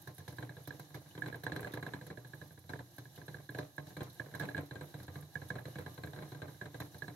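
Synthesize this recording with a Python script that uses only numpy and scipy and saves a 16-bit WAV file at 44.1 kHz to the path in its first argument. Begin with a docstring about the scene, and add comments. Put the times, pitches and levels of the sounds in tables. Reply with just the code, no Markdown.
"""A small rodent runs in a plastic wheel fixed to a wire cage, close to a two-port microphone in a quiet room.
From the start the wheel rumbles and whirrs under hiss, shaped as noise; claws tick on the rungs as noise puffs.
The loose wheel knocks on its axle: tones ping the hub, drum, wires and cage tray, and noise cracks and jangles.
Knocks crowd from 1.2 to 2 s and again near 4.4 s; a usual blow booms most near 5.1 s. Five squeaks slip between."""
import sys
import numpy as np
from scipy import signal
from scipy.fft import rfft, irfft, next_fast_len
from scipy.io import wavfile
from scipy.ndimage import uniform_filter1d, map_coordinates

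SR = 44100
rng = np.random.default_rng(int(sys.argv[2]) if len(sys.argv) > 2 else 0)


def dump_mix(stems):
    """Bounce the given channels to the path in sys.argv[1] as a 16-bit WAV at rate SR."""
    frames = np.atleast_2d(stems).T  # one column per channel
    limited = np.clip(frames, -1, 1)  # hard clip at full scale
    pcm = np.round(limited * 32767).astype(np.int16)
    wavfile.write(sys.argv[1], SR, pcm)


N = 315315

# knocks of the wheel on its axle: (time [s], upper hub ping level [dB], blow level [dB])
AXLE_KNOCKS = [(0.0734, -43.5, -49.5), (0.182, -64, -55), (0.203, -50, -62), (0.2783, -45, -47),
               (0.3251, -56, -58), (0.3838, -38, -45.5), (0.4254, -42, -45), (0.4924, -44.5, -51.5),
               (0.567, -52, -53), (0.6748, -50, -47), (0.7058, -35, -51.5), (0.7952, -71, -51),
               (0.9042, -70, -59.5), (0.9441, -46, -46), (1.0593, -72, -63), (1.1509, -49, -51.5),
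               (1.1767, -48, -46.5), (1.2201, -27, -46), (1.2354, -43, -54), (1.2597, -40, -42),
               (1.3255, -39.5, -52), (1.3435, -38, -48.5), (1.4345, -43, -46), (1.4652, -25.5, -40),
               (1.5197, -34, -39.5), (1.5615, -35, -40), (1.5923, -45, -49.5), (1.629, -40.5, -47.5),
               (1.6456, -35, -47.5), (1.6707, -52, -48.5), (1.7367, -39, -43), (1.7723, -40, -47.5),
               (1.826, -39, -43.5), (1.8641, -36, -44.5), (1.9358, -34, -43), (2.0119, -49, -50.5),
               (2.0657, -56, -54), (2.101, -43, -48), (2.1728, -42.5, -52), (2.2467, -48.5, -54.5),
               (2.3343, -40.5, -51.5), (2.4137, -44, -51.5), (2.5069, -58, -60), (2.5751, -55, -59.5),
               (2.6394, -68, -65), (2.6926, -54, -46), (2.7343, -30, -49), (2.7905, -45, -51),
               (2.981, -47, -50.5), (3.054, -50, -60.5), (3.1766, -55, -52.5), (3.2147, -47, -55.5),
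               (3.2809, -41.5, -48), (3.3432, -37.5, -52), (3.3847, -53, -60.5), (3.491, -37.5, -49),
               (3.5475, -38.5, -46), (3.5864, -36, -42), (3.7798, -32, -45.5), (3.8677, -54, -56),
               (3.905, -55, -60.5), (3.9669, -43, -44.5), (4.0065, -53, -42), (4.0784, -74, -61),
               (4.1969, -29.5, -46.5), (4.2597, -49.5, -56), (4.3138, -58, -61), (4.339, -42, -52),
               (4.3488, -35, -46.5), (4.3978, -34, -43), (4.4092, -33, -51), (4.4244, -49, -46),
               (4.4342, -47, -46.5), (4.487, -36, -47), (4.5461, -30.5, -47.5), (4.566, -46, -46),
               (4.578, -36, -41.5), (4.7099, -38.5, -47.5), (4.7548, -62, -47.5), (4.81, -46, -46),
               (4.9407, -51, -48.5), (5, -52, -53), (5.0798, -49, -48.5), (5.1555, -47, -47.5),
               (5.2239, -58, -57.5), (5.3544, -29, -47.5), (5.4163, -47, -51.5), (5.5026, -29.5, -43.5),
               (5.5541, -50, -46), (5.5845, -40, -53), (5.6538, -52, -45.5), (5.7553, -46, -45.5),
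               (5.7849, -43, -45), (5.8618, -41.5, -47), (5.9776, -55, -48), (6.0356, -45.5, -44),
               (6.0718, -44.5, -52), (6.1327, -51, -50.5), (6.161, -53, -50.5), (6.1865, -49, -50),
               (6.2224, -54, -49), (6.3185, -67, -49.5), (6.3465, -66, -50), (6.4181, -59, -43.5),
               (6.4813, -50, -54), (6.545, -59, -66), (6.6122, -35, -46), (6.6558, -63, -48.5),
               (6.7434, -51, -48), (6.8019, -53, -42), (6.9443, -60, -52.5), (7.0205, -31.5, -47.5),
               (7.0798, -41.5, -45.5)]


def knocks():
    """Each knock pings the hub at once; drum and wires ring, and the tray swings up later and beats."""
    # modes: (centre frequency [Hz], relative level [dB], t60 [s], left minus right [dB])
    tray_modes = [(92, 2, 0.26, -1), (121.9, 5, 0.29, 1), (146.2, 5.5, 0.27, -1.5), (162, -11, 0.35, 1),
                  (189.7, -4, 0.17, 4)]
    drum_modes = [(288.3, -8.5, 0.41, 6), (305.5, -5.5, 0.34, -1), (378.4, -7, 0.12, -0.5),
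                  (420.6, -16.5, 0.43, 8), (496.2, -5, 0.18, -1.5), (606, -22, 0.27, -27),
                  (722.6, -8, .13, 10.5), (867, -17, 0.21, 1), (987, -12.5, 0.1, -16.5),
                  (1049, -19, 0.21, 25), (1204, -32.5, 0.57, -24)]
    wire_modes = [(2030, -4, 0.083, 0), (2250, -3, .09, -2), (3140, -4, 0.056, 0), (3640, -19, 0.043, 4),
                  (4040, 8, .09, -5), (4030, -8, .06, -4)]
    # tray boom after a usual blow: (time [s], level [dB])
    usual_boom = [(0, -47.5), (1, -49), (2, -49), (3, -48), (4, -47.5), (4.6, -48), (5.1, -44.5),
                  (6.2, -47.5), (7.15, -49)]
    usual_blow_db, boom_growth, boom_scatter_db = -49, 0.57, 0.5  # growth: dB of boom per dB of blow
    low_ping_db, wires_db = 7.5, -16.5  # over the blow
    out = np.zeros((2, N + SR))
    t = np.arange(SR // 5) / SR
    brief = t[:SR // 20]
    fade = np.cos(np.pi / 2 * t / t[-1])
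    for s, high_ping_db, blow_db in AXLE_KNOCKS:
        boom_db = np.interp(s, *np.transpose(usual_boom))
        boom_db += boom_growth * (blow_db - usual_blow_db) + boom_scatter_db * rng.standard_normal()
        # tray and drum ring loosely in step, the wires practically at random
        tray = ring(tray_modes, t, 0.0063, 0.01106, spread_db=5.0, scatter=0.4, detune=0.011)
        drum = ring(drum_modes, t, 0.0012, 0.00258, spread_db=4, scatter=0.6, detune=0.008)
        wires = ring(wire_modes, t, 0.00047, 0.001015, spread_db=7.0, scatter=3.8, detune=0.01)
        high_ping = ping(1668, -9, brief, attack=0.0012, detune=0.0036)
        low_ping = ping(1604, 11, brief, attack=0.0036, detune=0.0088)
        blow = -amp(boom_db) * tray  # the tray swings the opposite way
        blow += amp(blow_db) * drum
        blow += amp(blow_db + wires_db) * wires
        blow[:, :len(brief)] += amp(high_ping_db) * high_ping
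        blow[:, :len(brief)] += amp(blow_db + low_ping_db) * low_ping
        at = round(s * SR)
        out[:, at:at + len(t)] += blow * fade
    return out[:, :N]


def ring(modes, t, attack, phase_time, spread_db, scatter, detune):
    """A blow shares energy anew over decaying modes, phases counted from phase_time [s], spread by scatter [rad]."""
    hz, db, t60, lean_db = np.transpose(modes)[..., None]
    level_chance, phase_chance = rng.standard_normal((2, len(modes), 1))
    shares = amp(db + spread_db * level_chance)
    shares *= np.linalg.norm(amp(db)) / np.linalg.norm(shares)  # same total energy each time
    turns = hz * (1 + detune * rng.standard_normal()) * (t - phase_time)
    tones = shares * amp(-60 * t / t60) * np.cos(2 * np.pi * turns + scatter * phase_chance)
    rise = (1 - np.exp(-t / attack)) ** 2
    pan = amp([lean_db[:, 0] / 2, -lean_db[:, 0] / 2])
    return rise * (pan @ tones)


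def ping(hz, lean_db, t, attack, detune):
    """Close hub modes drifting apart, drawn as one sine that dies in a bell curve; a weak bounce repeats it."""
    drift, bounce_db = 0.0066, -15  # usual bell width [s], usual bounce level under the ping
    pitch, length, size, wait = rng.standard_normal(4)
    tone = np.sin(2 * np.pi * hz * (1 + detune * pitch) * t)
    tone *= (1 - np.exp(-t / attack)) ** 2
    tone *= np.exp(-(t / (drift * np.exp(0.22 * length))) ** 2)
    late = round((0.018 + 0.0053 * np.clip(wait, -2, 2)) * SR)
    tone[late:] += amp(bounce_db + 2.0 * size) * tone[:-late]
    return amp([[lean_db / 2], [-lean_db / 2]]) * tone  # lean: left minus right


def cage():
    """A quick noise crack at each knock, then wires jangle as the wheel chatters in tiny uneven bounces."""
    # noise colours of first contact and of the cage wires: (frequency [Hz], level [dB])
    crack_colour = [(300, 3.5), (2100, 1), (2700, -10), (3900, 0.5), (5000, -20), (8000, -11), (15500, -47)]
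    rattle_colour = [(200, -3), (500, 1.5), (1200, -11.5), (1650, -12), (2000, -13), (2350, -16.5),
                     (2650, -23.5), (3500, -24), (3950, -19.5), (4500, -35), (15500, -42)]
    crack_db, jangle_db = -1.7, -3  # over the blow
    s, _, blow_db = np.transpose(AXLE_KNOCKS)
    crack, jangle = patchy(2.5), patchy(2.5)
    bounce_times = rng.random(900) * N / SR
    bounce_levels_db = 4.0 * np.minimum(rng.exponential(size=900), 3)
    chatter = unit(1.38 + bursts(bounce_times, bounce_levels_db, attack=0.00044, t60=0.026))
    jangle = jangle * chatter
    quick = bursts(s, blow_db + crack_db, attack=0.00012, t60=0.05)
    slow = bursts(s, blow_db + jangle_db, attack=0.0017, t60=0.27)

    def sounding(noise, envelope, spectrum):
        """Shaken noise, levelled by its steady coloured self."""
        return coloured(noise * envelope, spectrum) / np.std(coloured(noise, spectrum))

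    return sounding(crack, quick, crack_colour) + sounding(jangle, slow, rattle_colour)


def claws():
    """Claws scratch the rungs: short noise ticks through the port resonances, with faint ones at random."""
    # claws on the rungs: (time [s], bright level [dB], dull part over the bright [dB])
    rung_ticks = [(0.072, -52, -4), (0.1665, -50, -16), (0.1805, -42, -16), (0.2785, -44.5, -5),
                  (0.367, -50, -10), (0.6735, -37.5, -15), (0.795, -42, -11.5), (0.9428, -48, -3),
                  (1.2754, -49, -11), (1.356, -47, -18), (1.435, -41.5, -10), (1.5605, -45, -8),
                  (1.6053, -38.5, -27), (1.7185, -48, -7), (1.736, -39, -16), (2.066, -43.5, -11),
                  (2.6943, -51, -4), (2.9817, -43.5, -11), (3.158, -49.5, -7), (3.5833, -42, -8),
                  (3.8691, -53, -3.5), (3.9684, -47, -11), (4.0294, -43, -9), (4.0974, -50, -6),
                  (4.3505, -47, -6), (4.395, -40, -7), (4.4498, -48, -24), (4.6578, -52, -11),
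                  (4.8259, -52, -17), (5.0285, -48, -5.5), (5.4859, -47, -8), (5.9414, -49, -10),
                  (6.7997, -41, -8), (6.982, -45.5, -12)]
    s, db, dull_over_db = np.transpose(rung_ticks)
    grit_db, attack = 2.5, 0.0015  # attack in seconds
    when, size = rng.random((2, 260))
    faint_db = -62 - 6 * np.log(size + 0.062)
    faint = bursts(when * N / SR, faint_db, attack, t60=0.033)
    ticks = bursts(s, db, attack, t60=0.037)
    tails = bursts(s, db + dull_over_db, attack, t60=0.15)
    bright = filtered(patchy(grit_db) * (faint + ticks), lambda hz: 1 / (1 + (8000 / (hz + 1)) ** 8))
    dull = filtered(patchy(grit_db) * tails, lambda hz: 1 / (1 + (hz / 7500) ** 8))
    return port_colour(bright + dull)


def scrapes():
    """A claw slips on the plastic: a short squeak, a sine whose phase wanders."""
    # squeaks: (time [s], level before the envelope [dB], mean pitch [Hz])
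    squeaks = [(0.653, -56, 3520), (1.108, -58, 2920), (1.720, -54, 3600), (3.16, -58, 3000),
               (5.739, -61, 2900)]
    out = np.zeros((2, N))
    t = np.arange(SR // 30) / SR
    envelope = (1 - np.exp(-t / 0.00086)) * np.exp(-(t / 0.012) ** 2)
    for s, db, hz in squeaks:
        waver = np.cumsum(rng.standard_normal(len(t))) * 0.12  # radians
        at = round(s * SR)
        out[:, at:at + len(t)] += amp(db) * np.sin(2 * np.pi * hz * t + waver) * envelope
    return out


def rolling():
    """Paws and bearing keep tray and drum murmuring as coloured noise; the hiss shares part of their patter."""
    # levels before the patter: (time [s], whirr level [dB], hiss level [dB])
    roll_levels = [(0, -66, -64.5), (1.7, -65, -64.5), (2.3, -68.5, -65), (4.4, -63.5, -63.5),
                   (7.15, -65, -63)]
    # noise colours: (frequency [Hz], relative level [dB])
    rumble_colour = [(15, -54), (25, -30), (89, -1.5), (123, 0.5), (161, -3), (231, -15), (260, -32),
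                     (340, -82), (570, -120)]
    whirr_colour = [(140, -48), (230, -5), (294, 1.5), (346, 5.5), (402, -15), (543, -3), (750, -2),
                    (1140, -12.5), (1430, -20), (1630, -1.5), (1890, -13.5), (2550, -23), (3000, -11.5),
                    (3900, -70), (6600, -120)]
    s, *columns = np.transpose(roll_levels)
    whirr_db, hiss_db = [np.interp(np.arange(N) / SR, s, column) for column in columns]
    patter_db = 2.5 * wobble(20)
    rumble = unit(coloured(rng.standard_normal((2, N)), rumble_colour))
    whirr = unit(coloured(rng.standard_normal((2, N)), whirr_colour))
    hiss = unit(port_colour(patchy(1.5)))
    out = amp(-63 + patter_db) * rumble
    out += amp(whirr_db + patter_db) * whirr
    return out + amp(hiss_db + 0.58 * patter_db) * hiss


def port_colour(x):
    """Each microphone port has its own treble resonances."""
    # treble colour of each port: (frequency [Hz], level [dB])
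    left_port = [(1500, -19), (2700, -6), (3600, 9), (3950, 10.5), (4300, 8), (4900, 1.5), (6000, 7.5),
                 (7000, 1.5), (9000, -6.5), (15800, -8)]
    right_port = [(1500, -1.5), (2700, -10), (3600, 0), (3930, 12), (4300, 1.5), (4900, 0.5), (6700, 2),
                  (8000, -4.5), (10300, 3.5), (10900, 5), (11350, 10.5), (11900, 5.5), (12400, 7.5),
                  (13200, 5), (14500, -8), (15800, -4)]
    return filtered(x, lambda hz: amp([along(left_port, hz), along(right_port, hz)]))


def coloured(pair, spectrum):
    """Two unrelated signals given a spectrum and mixed to the left-right likeness of the room."""
    # likeness of the two channels: (frequency [Hz], correlation [-1 to 1])
    likeness = [(60, 0.65), (330, 0.94), (500, 0.61), (770, 0.76), (1200, 0.028), (2700, 0.017)]

    def mid_and_side(hz):
        turn = np.arccos(np.clip(along(likeness, hz), -1, 1)) / 2
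        return amp(along(spectrum, hz)) * [np.cos(turn), np.sin(turn)]

    mid, side = filtered(pair, mid_and_side)
    return np.array([mid + side, mid - side])


def patchy(depth_db):
    """Two unrelated noises, together of rms 1, with patches of random gain in time and frequency."""
    z = signal.stft(rng.standard_normal((2, N)), nperseg=256)[2]
    field = uniform_filter1d(rng.standard_normal(z.shape), size=5, axis=1)  # over frequency
    field = uniform_filter1d(field, size=4, axis=2)  # over time
    noise = signal.istft(z * amp(depth_db * unit(field)), nperseg=256)[1]
    return unit(noise[:, :N])


def bursts(times, levels_db, attack, t60):
    """Envelope of noise puffs: each kick rises with attack [s] and decays 60 dB in t60 [s]."""
    t = np.arange(SR // 4) / SR
    kicks = np.zeros(N)
    at = np.clip(np.round(times * SR).astype(int), 0, N - 1)
    np.add.at(kicks, at, amp(levels_db))
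    return signal.fftconvolve(kicks, (1 - np.exp(-t / attack)) * amp(-60 * t / t60))[:N]


def wobble(rate):
    """A smooth random curve, rate knots a second."""
    knots = rng.standard_normal(int(N * rate / SR) + 4)
    return map_coordinates(knots, [np.arange(N) * rate / SR])


def filtered(x, response):
    """x times a response of frequency."""
    m = next_fast_len(N + SR // 2)
    return irfft(rfft(x, m) * response(np.fft.rfftfreq(m, 1 / SR)), m)[..., :N]


def along(points, hz):
    """(frequency, value) points read on a log frequency axis."""
    f, v = np.transpose(points)
    return np.interp(np.log(hz + 1), np.log(f + 1), v)


def amp(db):
    """Gain of a level in dB."""
    return 10 ** (np.asarray(db) / 20)


def unit(x):
    """Scaled to rms 1."""
    return x / np.sqrt(np.mean(x ** 2) + 1e-20)


def scene():
    """Wheel, cage and claws over the rolling sounds."""
    return knocks() + cage() + claws() + scrapes() + rolling()


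def record(dry):
    """The right port hears slightly later, the left is shaded; deep bass is weak and the top is cut off."""
    # the left port is partly shielded: (frequency [Hz], level [dB])
    left_shade = [(470, -1.5), (540, -7), (680, -3.5), (1500, -2)]
    top_hz, bass_corner_hz = 15780, 60
    lag = np.array([[-1.5], [1.5]]) / SR  # seconds, left and right

    def microphone(hz):
        bass = (1j * hz / (bass_corner_hz + 1j * hz)) ** 2
        shade = amp([along(left_shade, hz), 0 * hz])
        return (hz < top_hz) * bass * shade * np.exp(-2j * np.pi * hz * lag)

    return filtered(dry, microphone)


dry = scene()
out = record(dry)
dump_mix(out)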